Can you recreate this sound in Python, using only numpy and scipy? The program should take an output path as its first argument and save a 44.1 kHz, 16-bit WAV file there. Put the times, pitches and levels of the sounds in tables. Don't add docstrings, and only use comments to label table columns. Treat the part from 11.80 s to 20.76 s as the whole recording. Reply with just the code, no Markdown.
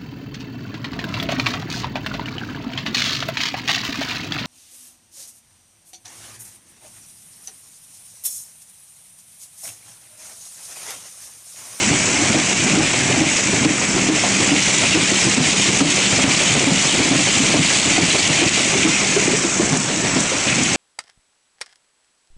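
import sys
import numpy as np
from scipy import signal
from scipy.fft import rfft, irfft
from scipy.io import wavfile
from scipy.ndimage import uniform_filter1d

SR = 44100
rng = np.random.default_rng(int(sys.argv[2]) if len(sys.argv) > 2 else 0)


def master(y):
    cut = np.clip(np.atleast_2d(y).T, -1, 1)
    pcm = np.round(cut * 32767)
    wavfile.write(sys.argv[1], SR, pcm.astype(np.int16))


N = 395136
TIME_S = np.arange(N) / SR
FIRST_THUMP_S, CYCLE_S, TEETH_PER_BLANK = .1114, .43334, 12

# t/s, level/dB, f/Hz, t60/s
MAIN_THUMPS = [(0.107, -19.5, 300, .2), (0.544, -18, 310, .2), (0.974, -12.5, 322, .1),
               (1.412, -10.5, 320, .11), (1.851, -9.5, 316, .13), (2.284, -10.3, 316, .18),
               (2.715, -10.3, 310, .13), (3.15, -10.5, 328, .09), (3.574, -11, 268, .09),
               (4.008, -9, 304, .11), (4.44, -12, 305, .08), (4.87, -10, 292, .07), (5.311, -8.5, 305, .08),
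               (5.746, -9.5, 312, .07), (6.18, -13, 335, .1), (6.613, -12, 355, .11),
               (7.048, -11.5, 335, .11), (7.478, -13, 380, .06), (7.924, -19.5, 272, .07),
               (8.357, -19, 275, .1), (8.779, -23, 260, .11)]
# f/pitch, level/dB, t60/thump t60
THUMP_MODES = [(.56, -10.5, .65), (.76, -10, .55), (1, 0, 1), (1.25, -13, .5), (1.7, -22, .5),
               (2.2, -21, .4)]
# f/pitch, level/dB
SLAP_MODES = [(.72, -7), (1, 0), (1.18, -7), (1.5, -12), (2.1, -18)]

# delay after main thump/s, level/dB, t nearest/s, 3 dB half-width/s
LIGHT_THUMPS = [(-.115, -16.5, 4.6, 0.9, 141.5), (-.12, -22, 1.7, 1.6, 400), (-.038, -14.5, 0.66, 0.5, 240),
                (0.046, -13, 5.6, 0.5, 180), (.04, -16.5, 5.55, 1, 264)]
PART_KNOCKS = [(-.112, -8, 5.3, 2.5), (-.058, -7.5, 4.6, 0.2), (.003, -3.5, 4.6, 1.5), (.16, -9, 4.05, 2.8),
               (.174, -15, 11, 1)]
FLAP_SNAPS = [(-.076, -11, 5.3, 1.5), (.147, -15.5, 1.1, -2.5)]
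# delay after main thump/s, rattle rise/dB, hiss rise/dB
GUIDE_SCRAPES = [(-.079, 6, 0), (-.012, 2.5, -2.5), (.064, 3, -2), (.092, 1, 2), (.152, 1, 1),
                 (.207, -1.5, 0.5), (.238, -0.5, 0.5)]

# t/s, level/dB, f/Hz
BOARD_BUMPS = [(.109, -13.5, 185), (.858, -18, 260), (.94, -17.5, 225), (1.735, -19.5, 185),
               (1.811, -14.5, 235), (1.857, -16, 165), (3.319, -14.5, 390), (3.466, -15.5, 336),
               (3.6, -15.5, 150), (4.381, -16, 260), (4.772, -15, 270), (5.2, -15.5, 326),
               (5.599, -16.5, 290), (6.055, -17, 320), (6.492, -15, 325), (6.5, -17, 150),
               (6.95, -16.5, 405), (7.364, -12, 430), (7.53, -18, 450), (7.645, -17.5, 350),
               (7.797, -16, 365), (7.92, -18, 155), (8.229, -24, 440)]
BOARD_SLAPS = [(.129, -15, 880), (.541, -14, 650), (1.309, -15, 600), (2.436, -9, 750), (3.306, -15, 745),
               (3.743, -15, 585), (4.179, -13.5, 520), (4.385, -12, 565), (4.442, -8.5, 630),
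               (5.193, -14, 530), (5.311, -13, 700), (5.74, -9.5, 615), (6.178, -10, 720),
               (6.351, -9.5, 605), (7.801, -15, 570), (8.516, -15, 525), (8.674, -14, 555)]
GUIDE_CLINKS = [(1.565, -9.5, 4970), (1.8397, -9, 2270), (3.3558, -5, 3100), (4.1026, -11, 2620),
                (4.972, -8, 3630), (6.304, -3, 3980), (7.029, -4, 2430), (7.18, -10, 2470)]
# t/s, duration/s, level/dB, f/Hz
RAIL_RUBS = [(3.116, .04, -16.5, 2740), (3.785, .06, -22, 3000), (4.19, .11, -23, 2930),
             (4.65, .08, -22, 3020), (4.78, .045, -25, 2950), (5.08, .075, -21, 3020),
             (5.51, .08, -24, 2900), (5.81, .07, -23, 2300), (6.58, .035, -21, 3000), (7.11, .1, -24, 2450),
             (7.35, .1, -24.5, 2500), (8.675, .03, -20.5, 2900), (8.69, .07, -25, 2400)]
# t/s, level/dB
EDGE_TICKS = [(.838, -6), (7.971, -5), (8.404, -4), (8.835, -3)]

# f/Hz, level/dB
KNOCK_SPECTRUM = [(100, -22.5), (400, -3), (700, -7.5), (1300, -13.5), (2200, -13), (5000, -17),
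                  (10000, -35.5)]
SNAP_SPECTRUM = [(500, -22), (2500, -11), (4500, -8.5), (6000, 15), (7500, 10.5), (9500, -14.5)]
CLINK_SPECTRUM = [(900, -42), (1800, -13), (2200, -12), (2700, -2), (3300, 0.5), (4300, -15), (6000, -19),
                  (10000, -40)]
TICK_SPECTRUM = [(2000, -25), (4800, -14), (6000, -2), (6900, 0), (8000, -6), (10000, -12)]
FRAME_SPECTRUM = [(20, -14.5), (42, -26), (65, -12.5), (100, -1), (135, 2.1), (200, 2.5), (260, 1),
                  (320, 3), (460, -12), (680, -6), (1000, -12.5), (1600, -15.5), (2600, -16), (10000, -57)]
ROLLER_SPECTRUM = [(300, -33), (1400, -23.5), (1800, -7.5), (2100, -0.5), (2350, 0.5), (2900, -4),
                   (3600, -8.5), (4800, -11.5), (7000, -10), (10000, -22)]
BELT_SPECTRUM = [(500, -17.5), (2500, -17.5), (4000, -10.5), (5000, -5), (6000, 1), (7000, 1.5),
                 (7700, 0.5), (8400, -5), (9800, -16.5), (11000, -7)]
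SLIDE_SPECTRUM = [(800, -30), (2000, -4.5), (2800, 3.5), (3500, 0), (4500, -1), (5600, -9.5), (7000, 0.5),
                  (10000, -12.5)]
DIN_SPECTRUM = [(20, -11.5), (45, -9), (100, -6), (400, 2), (700, -8.5), (1100, -2.5), (1700, -.5),
                (2600, -2), (10000, -45)]

# t/s, folding section/dB, rollers/dB, belts/dB
NEARNESS = [(0.15, -28.5, -24, -20.5), (1.39, -27, -22.5, -23), (1.55, -31.5, -22, -21),
            (2.0, -30.5, -26, -23.5), (2.8, -23.5, -20, -19.5), (4.0, -23.5, -21.5, -19.5),
            (5.3, -23.5, -22, -21), (5.95, -23, -20.5, -20), (6.81, -24, -21.5, -21),
            (7.15, -28, -22.5, -22), (7.42, -26, -23, -20.5), (7.65, -29.5, -27, -21.5),
            (8.12, -27, -32, -24), (8.3, -28, -27, -24), (8.85, -26, -24, -23.5)]
FOLDING, ROLLERS, BELTS = 1, 2, 3
# t/s, level/dB
HUM_LEVELS = [(1.2, -39), (1.7, -32), (2.9, -30.3), (6.1, -31.7), (6.45, -41), (6.9, -32), (7.6, -30.5),
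              (8.2, -37), (8.5, -43)]
# f/Hz, level/dB, waver/Hz
WHINE_TONES = [(7818, -37.5, 4), (7790, -44, 30), (7748, -46, 9), (7871, -49, 4)]


def thumps(gain_db=6.5, bend=.17, bend_s=.012, chatter_hz=110):
    out, t = np.zeros(N), np.arange(SR // 3) / SR
    main_rough, light_rough, light_t60_s = .13, .3, .07
    blows = [(*row, main_rough) for row in MAIN_THUMPS]
    blows += [(*row, light_t60_s, light_rough) for row in BOARD_BUMPS + strokes(LIGHT_THUMPS)]
    scatter = rng.standard_normal((len(blows), len(THUMP_MODES), 2))
    lowpass = signal.butter(2, chatter_hz, fs=SR)
    for (start_s, db, hz, t60_s, rough), draws in zip(blows, scatter):
        chatter, flex = unit_rms(signal.lfilter(*lowpass, rng.standard_normal((2, len(t)))))
        cycles = np.cumsum(hz * (1 - bend * np.exp(-t / bend_s) + .022 * flex)) / SR
        ring = np.zeros(len(t))
        for (ratio, mode_db, share), (detune, phase) in zip(THUMP_MODES, draws):
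            decay = amp(mode_db - 60 * t / (share * t60_s))
            ring += decay * np.sin(2 * np.pi * cycles * ratio * (1 + .023 * detune) + phase)
        ring *= 1 - np.exp(-t / (.04 * t60_s))
        add(out, start_s, amp(gain_db + db) * (1 + rough * chatter) * ring / abs(ring).max())
    return signal.sosfilt(signal.butter(2, 110, "high", fs=SR, output="sos"), out)


def knocks():
    return amp(-8.5) * bursts(strokes(PART_KNOCKS), KNOCK_SPECTRUM, t60_s=.21)


def snaps():
    return amp(-3.5) * bursts(strokes(FLAP_SNAPS), SNAP_SPECTRUM, t60_s=.08)


def slaps(gain_db=-1.8, rise_s=.0015, t60_s=.055):
    out, t = np.zeros(N), np.arange(SR // 10) / SR
    envelope = (1 - np.exp(-t / rise_s)) * amp(-60 * t / t60_s)
    scatter = rng.standard_normal((len(BOARD_SLAPS), len(SLAP_MODES), 2))
    for (start_s, db, hz), draws in zip(BOARD_SLAPS, scatter):
        ring = envelope * sum(
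            amp(mode_db) * np.sin(2 * np.pi * hz * ratio * (1 + .03 * detune) * t + np.pi * phase)
            for (ratio, mode_db), (detune, phase) in zip(SLAP_MODES, draws))
        add(out, start_s, amp(gain_db + db) * ring / abs(ring).max())
    return out


def clinks(gain_db=-6.5, rise_s=.0027, t60_s=.06):
    rings, t = np.zeros(N), np.arange(SR // 5) / SR
    envelope = (1 - np.exp(-t / rise_s)) * amp(-60 * t / t60_s)
    for start_s, db, hz in GUIDE_CLINKS:
        phase = 2 * np.pi * hz * t
        pair = np.sin(phase) + .5 * np.sin(phase * rng.uniform(1.02, 1.08))
        add(rings, start_s, amp(db) * envelope * pair)
    rattle = bursts([row[:2] for row in GUIDE_CLINKS], CLINK_SPECTRUM, t60_s)
    return amp(gain_db) * (rings + .5 * rattle)


def rubs(width_hz=650, slips_per_s=700):
    out = np.zeros(N)
    pole = np.exp(-np.pi * width_hz / SR)
    for start_s, duration_s, db, hz in RAIL_RUBS:
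        t = np.arange(0, duration_s, 1 / SR)
        slips = (rng.random(len(t)) < slips_per_s / SR) * np.exp(2j * np.pi * rng.random(len(t)))
        baseband = signal.lfilter([1], [1, -2 * pole, pole * pole], slips)
        scratch = unit_rms((baseband * np.exp(2j * np.pi * hz * t)).real)
        add(out, start_s, amp(db) * np.sin(np.pi * t / duration_s) * scratch)
    return out


def ticks():
    return amp(-7) * bursts(EDGE_TICKS, TICK_SPECTRUM, t60_s=.05)


def scrape_db(column, fade_s, attack_s=.0025):
    clock_s = TIME_S + .003 * wander(2.5)
    rise_db = np.zeros(N)
    for row in GUIDE_SCRAPES:
        age_s = stroke_age_s(clock_s, delay_s=row[0])
        rise_db += row[column] * np.exp(-abs(age_s) / np.where(age_s < 0, attack_s, fade_s))
    teeth = TEETH_PER_BLANK * stroke_age_s(clock_s, delay_s=-.0047) / CYCLE_S
    return rise_db - rise_db.mean() - .7 * np.cos(2 * np.pi * teeth)


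def frame(fade_db_per_s=.33):
    shaking = clatter(per_s=130, spread_db=1.8, decay_s=.006, wash=1)
    surge_db = 4.5 * np.exp(-(stroke_age_s(TIME_S, delay_s=.037) / .026) ** 2)
    surge_db += 3.5 * np.exp(-(stroke_age_s(TIME_S, delay_s=-.06) / .12) ** 2)
    place_db = .54 * nearness_db(FOLDING) - fade_db_per_s * (TIME_S - TIME_S.mean())
    return amp(-23 + place_db + surge_db - surge_db.mean()) * coloured(shaking, FRAME_SPECTRUM)


def rollers(flutter):
    rattle = coloured(clatter(per_s=240, spread_db=3, decay_s=.0037, wash=3.7), ROLLER_SPECTRUM)
    ringing = coloured(pings(band_hz=(1900, 3600), per_s=260, t60_s=.06, spread_db=3), ROLLER_SPECTRUM)
    level_db = -21.5 + 1.09 * nearness_db(ROLLERS) + scrape_db(column=1, fade_s=.0092) + .5 * flutter
    return amp(level_db) * unit_rms(rattle + amp(-13.5) * unit_rms(ringing))


def belts(flutter):
    hiss = coloured(clatter(per_s=370, spread_db=3, decay_s=.001, wash=2.5), BELT_SPECTRUM)
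    chirps = pings(band_hz=(5200, 7900), per_s=420, t60_s=.045, spread_db=3.2)
    level_db = -20.5 + 1.1 * nearness_db(BELTS) + scrape_db(column=2, fade_s=.011) + 1.1 * flutter
    return amp(level_db) * unit_rms(hiss + amp(-9) * chirps)


def sliding():
    rubbing = coloured(clatter(per_s=170, spread_db=-1.5, decay_s=.0028, wash=.7), SLIDE_SPECTRUM)
    squeaks = pings(band_hz=(2900, 5200), per_s=170, t60_s=.07, spread_db=2.2)
    return amp(-27.5 + 2.7 * nearness_db(FOLDING)) * unit_rms(rubbing + amp(-6.5) * squeaks)


def drive(motor_hz=196):
    hum_hz = motor_hz + .3 * wander(1.85)
    next_order = amp(-8 + 2 * wander(2)) * tone(hum_hz * 4 / 3)
    hum_db = np.interp(TIME_S, *np.transpose(HUM_LEVELS)) + 2.2 * wander(3.7)
    whine = sum(amp(db + 2.5 * wander(2.5)) * tone(hz + waver_hz * wander(9))
                for hz, db, waver_hz in WHINE_TONES)
    return amp(hum_db) * (tone(hum_hz) + next_order) + whine


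def din():
    knocking = pings(band_hz=(450, 1900), per_s=300, t60_s=.06, spread_db=3)
    roar = coloured(rng.standard_normal(N), DIN_SPECTRUM)
    shade_db = .17 * nearness_db(ROLLERS)
    return amp(-27 + shade_db) * unit_rms(roar + amp(-8.5) * knocking)


def cover_reflections(x, depth_db):
    hz, _, spectra = signal.stft(x, SR, nperseg=1024, noverlap=768)
    patches = uniform_filter1d(rng.standard_normal(spectra.shape), size=4, axis=0)
    patches = unit_rms(uniform_filter1d(patches, size=12, axis=1))
    gain_db = depth_db * np.minimum(hz / 800, 1)[:, None] * patches
    return signal.istft(spectra * amp(gain_db), SR, nperseg=1024, noverlap=768)[1][:N]


def hall(x, t60_s, taps_per_s=2000, predelay_s=.006):
    t = np.arange(SR // 2) / SR
    taps = rng.standard_normal(len(t)) * (rng.random(len(t)) < taps_per_s / SR)
    taps *= (t > predelay_s) * amp(-60 * t / t60_s)
    return signal.fftconvolve(x, taps / np.linalg.norm(taps))[:N]


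def strokes(table, jitter_s=.003, uneven_db=1):
    rows = []
    for delay_s, db, nearest_s, reach_s, *pitch_hz in table:
        draws = rng.standard_normal((len(MAIN_THUMPS), 2))
        for (thump_s, *_), (late, loud) in zip(MAIN_THUMPS, draws):
            loss_db = 10 * np.log10(1 + ((thump_s - nearest_s) / reach_s) ** 2)
            rows.append((thump_s + delay_s + jitter_s * late, db - loss_db + uneven_db * loud, *pitch_hz))
    return [row for row in rows if row[0] > 0]


def stroke_age_s(clock_s, delay_s):
    return (clock_s - FIRST_THUMP_S - delay_s + CYCLE_S / 2) % CYCLE_S - CYCLE_S / 2


def nearness_db(section):
    rows = np.array(NEARNESS)
    db = np.interp(TIME_S, rows[:, 0], rows[:, section])
    return db - db.mean()


def bursts(hits, spectrum, t60_s):
    envelope, t = np.zeros(N), np.arange(SR // 5) / SR
    for start_s, db in hits:
        add(envelope, start_s, amp(db - 60 * t / t60_s))
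    return coloured(envelope * rng.standard_normal(N), spectrum)


def clatter(per_s, spread_db, decay_s, wash):
    impacts = (rng.random(N) < per_s / SR) * amp(spread_db * np.minimum(rng.exponential(1, N), 4))
    power = signal.lfilter([1], [1, -np.exp(-2 / (decay_s * SR))], impacts ** 2)
    return unit_rms(np.sqrt(power / power.mean() + wash) * rng.standard_normal(N))


def pings(band_hz, per_s, t60_s, spread_db):
    out, t = np.zeros(N), np.arange(SR // 16) / SR
    low_hz, high_hz = band_hz
    envelope = amp(-60 * t / t60_s) * (1 - np.exp(-t / .00083))
    chance, place = rng.random((2, N))
    level_db = spread_db * np.minimum(rng.exponential(1, N), np.pi)
    for i in np.flatnonzero(chance < per_s / SR):
        hz = low_hz * (high_hz / low_hz) ** place[i]
        add(out, i / SR, amp(level_db[i]) * envelope * np.sin(2 * np.pi * hz * t))
    return unit_rms(out)


def tone(hz):
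    return np.sqrt(2) * np.sin(2 * np.pi * np.cumsum(hz) / SR)


def wander(corner_hz):
    hz = np.fft.rfftfreq(N, 1 / SR)
    return unit_rms(irfft(rfft(rng.standard_normal(N)) / (1 + (hz / corner_hz) ** 2), N))


def coloured(x, spectrum):
    hz, db = np.transpose(spectrum)
    gain = amp(np.interp(np.log(np.fft.rfftfreq(len(x), 1 / SR) + 1), np.log(hz), db))
    return irfft(rfft(x) * unit_rms(gain), len(x))


def amp(db):
    return 10 ** (np.asarray(db) / 20)


def unit_rms(x):
    return x / np.sqrt(np.mean(x ** 2) + 1e-20)


def add(mix, start_s, sound):
    part = mix[max(round(start_s * SR), 0):][:len(sound)]
    part += sound[:len(part)]


def scene():
    flutter_hz = 69 + 1.607 * wander(1.52)
    flutter = np.sin(2 * np.pi * np.cumsum(flutter_hz) / SR)
    blows = thumps() + slaps() + clinks() + rubs() + knocks() + snaps() + ticks()
    running = frame() + din() + rollers(flutter) + belts(flutter) + sliding()
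    running = cover_reflections(running, depth_db=1.3)
    echo = amp(-11) * hall(blows, t60_s=.45)
    return (running + drive() + blows + echo)[None]


def record(dry):
    limit_db, release_db_per_s, attack_samples = -5.2, 150, 40
    clip_db, cutoff_hz = -7.7, 9930
    over_db = np.maximum(20 * np.log10(abs(dry[0]) + 1e-9) - limit_db, 0)
    release_db = TIME_S * release_db_per_s
    held_db = np.maximum.accumulate(over_db + release_db) - release_db
    duck_db = signal.lfilter([1 / attack_samples], [1, 1 / attack_samples - 1], held_db)
    ducked = dry[0] / amp(duck_db)
    rounded = ducked / (1 + (ducked / amp(clip_db)) ** 8) ** (1 / 8)
    lowpass = signal.firwin(701, cutoff_hz, window=("kaiser", 9), fs=SR)
    return signal.oaconvolve(rounded, lowpass, "same")[None]


dry = scene()
out = record(dry)
master(out)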